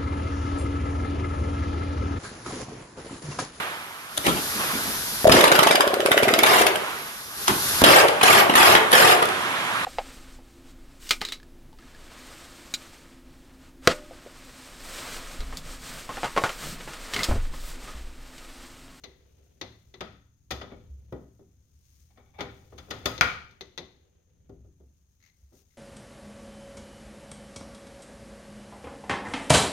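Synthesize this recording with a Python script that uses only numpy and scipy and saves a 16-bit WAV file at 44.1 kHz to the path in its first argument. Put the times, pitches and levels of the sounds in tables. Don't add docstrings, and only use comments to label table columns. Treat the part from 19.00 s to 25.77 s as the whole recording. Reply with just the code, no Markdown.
import sys
import numpy as np
from scipy import signal
from scipy.fft import rfft, irfft, next_fast_len
from scipy.io import wavfile

SR = 44100
rng = np.random.default_rng(int(sys.argv[2]) if len(sys.argv) > 2 else 0)


def output_pcm(signal):
    pcm = np.clip(np.atleast_2d(signal).T, -1, 1) * 32767
    wavfile.write(sys.argv[1], SR, np.round(pcm).astype(np.int16))


N = 298612
HIT_SIZE = 32768

# pitch in Hz, width in Hz, lift in dB.
BODY_MODES = [(65.6, 15, 6), (110.8, 3.2, 11), (267, 26, 3), (360.3, 20, 3), (393.6, 8.2, 10.5),
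              (498, 27, 6), (695, 12, 2.5)]
# frequency in Hz, gain in dB.
GLOVE_SPECTRUM = [(300, -14), (2000, -0.5), (4500, 4), (6500, 12), (7500, 14), (11000, 9), (15000, 7.5),
                  (17000, 12)]
# time in seconds, body rumble and thread grind in relative dB.
EFFORT = [(0.0, -65.5, -64.5), (0.4, -66.5, -67.5), (1.05, -62.5, -74.5), (1.32, -68, -100),
          (1.55, -61.5, -78), (1.66, -58.5, -69), (2.06, -58, -72), (2.34, -66.5, -80),
          (2.58, -66.5, -81.5), (2.92, -66.5, -86.5), (4.15, -56.5, -52.5), (4.26, -50.5, -56),
          (4.43, -57.5, -71), (4.73, -69, -65), (5.24, -69, -74.5), (5.66, -58.5, -80), (5.92, -69.5, -88),
          (6.77, -71, -81.5)]


def from_db(db):
    return 10 ** (np.asarray(db) / 20)


def unit_rms(x):
    return x / np.sqrt(np.mean(x ** 2) + 1e-20)


def in_time(rows):
    times, *columns = np.transpose(rows)
    return [np.interp(np.arange(N) / SR, times, column) for column in columns]


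def bins(size):
    return np.maximum(np.fft.rfftfreq(size, 1 / SR), 1)


def colour(spectrum, hz):
    at, db = np.transpose(spectrum)
    return from_db(np.interp(np.log(hz), np.log(at), db))


def causal(gain):
    cepstrum = irfft(np.log(gain + 1e-9))
    half = len(cepstrum) // 2
    cepstrum[1:half] *= 2
    cepstrum[half + 1:] = 0
    return np.exp(rfft(cepstrum))


def resonances(modes, hz):
    peaks = [1 + (from_db(lift) - 1) / (1 + 1j * (hz * hz - f * f) / (hz * width))
             for f, width, lift in modes]
    return np.prod(peaks, axis=0)


def band_mean(power, hz):
    reach = 0.25 * hz + 60
    between = lambda running: np.interp(hz + reach, hz, running) - np.interp(hz - reach, hz, running)
    return between(np.cumsum(power)) / between(np.arange(len(hz)))


def stereo_noise(likeness, left_db, size=N):
    mid, side = rng.standard_normal((2, size))
    balance = unit_rms(from_db([[left_db / 2], [-left_db / 2]]))
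    return balance * (np.sqrt(1 + likeness) * mid + np.sqrt(1 - likeness) * side * [[1], [-1]]) / np.sqrt(2)


def shaped(x, spectrum, modes=()):
    size = next_fast_len(N, True)
    hz = bins(size)
    return unit_rms(irfft(rfft(x, size) * colour(spectrum, hz) * resonances(modes, hz), size)[:, :N])


def dying(power, t60):
    return signal.lfilter([1], [1, -np.exp(-np.log(1e6) / (t60 * SR))], power + 1e-18)


def chatter(longest_s, count=4):
    power, turn = np.zeros(HIT_SIZE), np.linspace(0, 1, count)
    at = turn * longest_s * SR * 2 ** rng.uniform(-1.85, 0, count)
    touch_db = rng.normal(0, 6, count) - 1.5 * turn
    np.add.at(power, at.astype(int), from_db(touch_db) ** 2)
    return power / power.sum()


def cushion(edge_hz, hz):
    knock_hz, db_per_octave, most_db = 357.3, 13.5, 35.5
    octaves = lambda f: np.log2(1 + (f / edge_hz) ** 2) / 2
    return from_db(-np.clip(db_per_octave * (octaves(hz) - octaves(knock_hz)), 0, most_db))


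def path_to_microphone(power, direct_db, wet_db):
    bands_hz = [120, 360, 1500, 4500, 11000]
    # engine bay and garage t60 in seconds, relative echo in dB,
    # left-right likeness, lean to the left in dB.
    space = [(0.51, .65, -7.5, 0.96, 0.8), (0.22, 0.47, -9, 0.82, 2.5), (0.079, 0.48, -10, 0.028, 5),
             (0.066, 0.5, -15.5, 0.037, 9), (0.033, 0.36, -17.5, .05, 4.5)]
    hz, out = bins(HIT_SIZE), 0
    crack = from_db(direct_db) ** 2 * dying(power, t60=0.004)
    for band, (bay_t60, garage_t60, echo_db, likeness, _) in zip(np.eye(len(bands_hz)), space):
        energy = crack + dying(power, bay_t60) + from_db(echo_db + wet_db) ** 2 * dying(power, garage_t60)
        arrivals = stereo_noise(likeness, left_db=0, size=HIT_SIZE) * np.sqrt(energy)
        out = out + rfft(arrivals) * np.sqrt(np.interp(np.log(hz), np.log(bands_hz), band))
    even = [side * causal(band_mean(abs(side) ** 2, hz) ** -.5) for side in out]
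    left = colour([(f, row[-1]) for f, row in zip(bands_hz, space)], hz)
    return even * np.array([left, np.ones_like(left)]) * np.sqrt(2 / (1 + left ** 2))


def blows(contacts, spectrum, modes, gain_db, direct_db, wet_db, vary_db, low_cut_hz):
    hz, out = bins(HIT_SIZE), np.zeros((2, N + HIT_SIZE))
    body = resonances(BODY_MODES, hz) * causal(1 / (1 + (low_cut_hz / hz) ** 4))
    fade_out = np.minimum(np.linspace(2, 0, HIT_SIZE), 1) ** 2
    for start_s, chatter_s, force_db, edge_hz in contacts:
        contact = from_db(force_db) * causal(colour(spectrum, hz) * cushion(edge_hz, hz))
        part = resonances([(f, width, rng.normal(lift, vary_db)) for f, width, lift in modes], hz)
        path = path_to_microphone(chatter(chatter_s), direct_db, wet_db)
        start = int(start_s * SR)
        out[:, start:start + HIT_SIZE] += irfft(path * contact * part * body) * fade_out
    return from_db(gain_db) * out[:, :N]


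def grains(per_s, spread_db, t60):
    slipping = rng.random(N) < per_s / SR
    sizes = from_db(spread_db * np.minimum(rng.exponential(1, N), 4))
    return np.sqrt(dying(slipping * sizes ** 2, t60))


def rasps(strokes, spectrum, modes, wet_db):
    power = np.zeros(N)
    for start, end, per_s, level_db in strokes:
        slips = np.arange(start, end, 1 / per_s)
        unevenness, jitter = rng.standard_normal((200, 2))[:len(slips)].T
        swell = np.sin(np.pi * (slips - start) / (end - start)) * from_db(level_db + 2.3 * unevenness)
        at = np.clip((slips + 0.036 * jitter / per_s) * SR, 0, N - 1).astype(int)
        np.add.at(power, at, swell ** 2)
    energy = dying(power, t60=0.046) + from_db(wet_db) ** 2 * dying(power, t60=0.55)
    noise = stereo_noise(likeness=0.19, left_db=7.6) * np.sqrt(energy)
    return np.sqrt(np.mean(energy)) * shaped(noise, spectrum, modes)


def body_rumble():
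    spectrum = [(20, -16), (45, -9), (70, 2.5), (110, -6.5), (160, -11), (300, -23), (900, -58)]
    modes = [(69.13, 3.2, 3.1), (108.0, 10, 1)]
    level_db, _ = in_time(EFFORT)
    return from_db(level_db + 1.5) * shaped(stereo_noise(likeness=0.93, left_db=1), spectrum, modes)


def thread_grind():
    spectrum = [(100, -13.5), (300, -5), (500, -2.5), (1000, -17.5), (3500, -14), (8000, -34)]
    _, level_db = in_time(EFFORT)
    friction = grains(per_s=210, spread_db=2.2, t60=0.12) * stereo_noise(likeness=0.2, left_db=2.5)
    return from_db(level_db - 1) * shaped(friction, spectrum, BODY_MODES)


def glove_rub():
    # time in seconds, relative level in dB.
    rubbing = [(0.0, -81), (0.19, -83), (0.89, -82), (1.24, -89), (2.04, -84), (2.6, -86.5), (2.96, -74.5),
               (3.24, -85), (4.15, -71.5), (4.39, -88), (4.94, -90.5), (5.45, -93), (5.58, -91),
               (6.77, -80.5)]
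    level_db, = in_time(rubbing)
    friction = grains(per_s=1000, spread_db=1.3, t60=0.025) * stereo_noise(likeness=0, left_db=7.2)
    return from_db(level_db + 18) * shaped(friction, GLOVE_SPECTRUM)


def wrench_taps():
    contacts = [(0.037, 0.0094, -5.5, 9150), (0.6125, 0.0061, 3.5, 7600), (0.939, 0.0069, -9.5, 4520),
                (4.178, 0.0017, -2.5, 8300), (4.508, 0.0041, -25.5, 21200), (4.6085, .0055, -3.5, 8500),
                (4.777, 0.012, 2.5, 7700)]
    spectrum = [(120, -2), (360, 1), (1500, -4.5), (4500, -1), (11000, -9)]
    modes = [(368, 18, 8.8), (1969, 110, 4.8), (2048, 130, 6.9), (3558, 200, 10), (4100, 310, 8.4),
             (6157, 210, 10), (11300, 200, 8.9), (13060, 410, 8.1)]
    return blows(contacts, spectrum, modes, gain_db=-1, direct_db=2, wet_db=-3, vary_db=0.7, low_cut_hz=54)


def jaw_seatings():
    contacts = [(1.007, 0.0073, 8, 4180), (1.506, .012, 10.5, 8000), (1.613, 0.0062, 4.5, 2700),
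                (1.72, 0.0023, 3.5, 700), (2.124, .003, 12, 520), (2.162, .006, 0.5, 200),
                (2.393, 0.02, -5, 200), (3.174, 0.0016, -10.5, 1710), (3.388, 0.013, 6, 1830),
                (3.407, 0.0012, 10.5, 3900), (3.722, .008, -2, 800), (3.779, 0.012, -4.5, 7130),
                (3.884, .004, -3, 712), (3.9035, .006, 8, 7000), (4.0565, .003, 15.5, 12860),
                (5.494, .003, 1.5, 200), (5.647, .013, -11.5, 201), (5.801, .016, -9, 150),
                (6.515, .028, -10, 397)]
    spectrum = [(120, -1.5), (270, 0.5), (600, -1.5), (1300, -4), (2100, -4), (4500, -4), (11000, -3)]
    modes = [(600, 67, 3.4), (761, 27, 4.5), (1275, 56, 9.2), (1427, 42, 7), (1840, 44, 5.4),
             (1964, 65, 7.2), (2390, 74, 4.4), (2580, 45, 2.4), (3110, 100, 4.1), (3503, 190, 12),
             (4030, 62, 5.1), (4370, 110, 5.3), (4890, 59, 11), (5330, 31, 6.2), (6127, 69, 5),
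             (6600, 79, 9.1), (9400, 300, 2.3), (12860, 250, 6), (14500, 600, 2.9)]
    return blows(contacts, spectrum, modes,
                 gain_db=-2, direct_db=-1.5, wet_db=-0.5, vary_db=1, low_cut_hz=53.3)


def panel_booms(pitch_hz=68.2, t60=0.45, push_s=0.026):
    # start in seconds, level in dB.
    pushes = [(1.512, -38), (1.891, -37), (2.122, -41), (4.225, -42), (5.6, -49.5), (5.809, -52),
              (6.421, -48.5)]
    out = 0
    for start, level_db in pushes:
        age = np.maximum(np.arange(N) / SR - start, 0)
        envelope = from_db(level_db - 60 * age / t60) * np.minimum(age / push_s, 1)
        out = out + envelope * np.sin(2 * np.pi * pitch_hz * age)
    return out


def jaw_scrapes():
    strokes = [(3.093, 3.125, 180, -66), (3.15, 3.24, 100, -60), (3.24, 3.32, 104, -66.5),
               (3.33, 3.385, 260, -57), (3.378, 3.44, 540, -41.5), (1.69, 1.75, 200, -54),
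               (3.765, 3.81, 230, -59), (4.035, 4.058, 200, -53)]
    spectrum = [(200, -12.5), (650, 6), (2400, -12.5), (4000, -16.5), (9000, -17.5)]
    modes = [(800, 69, 15), (1160, 120, 6.5), (1820, 150, 4), (2260, 85, 26), (3540, 160, 21)]
    return rasps(strokes, spectrum, modes, wet_db=-17)


def glove_slides():
    strokes = [(2.98, 3.04, 400, -59), (3.06, 3.16, 81, -74), (3.48, 3.66, 300, -63),
               (6.51, 6.64, 400, -57)]
    return rasps(strokes, GLOVE_SPECTRUM, modes=[], wet_db=-28)


def cylinder_clank():
    contacts = [(4.2103, .002, 18.32, 12180)]
    spectrum = [(120, 4), (360, -6.5), (1500, 7), (4500, 1), (11000, -4.5)]
    modes = [(500, 18, 3.1), (715, 18, 5.4), (956.3, 12, 1.2), (1220, 36, 7.8), (1412.5, 80, 11),
             (1485, 42, 3.9), (1530, 24, 1.6), (1890, 47, 5.3), (2260, 68, 11), (2383, 33, 9.1),
             (2310, 73, 3), (2549, 31, 2), (2450, 30, 4.1), (3070, 14, 4.9), (3300, 40, 5), (4200, 57, 3.3),
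             (4900, 69, 5.5), (6440, 420, 3)]
    return blows(contacts, spectrum, modes,
                 gain_db=-2, direct_db=12, wet_db=3.5, vary_db=0.5, low_cut_hz=78.4)


def glove_creaks():
    strokes = [(6.19, 6.31, 83, -54), (6.69, 6.76, 61.1, -64)]
    spectrum = [(300, -19), (1400, -8.5), (2000, -4), (3000, -9.5), (9000, -10.5)]
    modes = [(2090, 160, 14.3), (4120, 490, 8.6), (6400, 630, 13.4)]
    return rasps(strokes, spectrum, modes, wet_db=-19)


def scene():
    steel = jaw_seatings() + wrench_taps() + cylinder_clank() + jaw_scrapes()
    grip = glove_creaks() + glove_slides()
    return steel + grip + panel_booms() + body_rumble() + thread_grind() + glove_rub()


def record(dry, hiss_db=-79, cutoff_hz=16200):
    microphone_spectrum = [(20, 5), (6500, -3.5), (7000, -8.5), (7500, -22), (8400, -11), (11000, -14.5),
                           (14000, -5.5), (16000, -13.5)]
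    hiss_spectrum = [(120, -41.5), (200, -9.5), (1710, -16.5), (5130, -24.5), (6520, -11.5), (7410, -26.5),
                     (11500, -23.5), (12800, -46.5), (14300, -14), (16000, -39)]
    hiss_modes = [(6460, 580, 9.4)]
    size = next_fast_len(N // 2 + HIT_SIZE, True) * 2
    heard = irfft(rfft(dry, size) * causal(colour(microphone_spectrum, bins(size))))[:, :N]
    hiss = from_db(hiss_db) * shaped(stereo_noise(likeness=0.08, left_db=4.9), hiss_spectrum, hiss_modes)
    top_cut = signal.ellip(10, .1, 80, cutoff_hz, fs=SR, output="sos")
    return signal.sosfilt(top_cut, np.clip(heard + hiss, -1, 1))


dry = scene()
out = record(dry)
output_pcm(out)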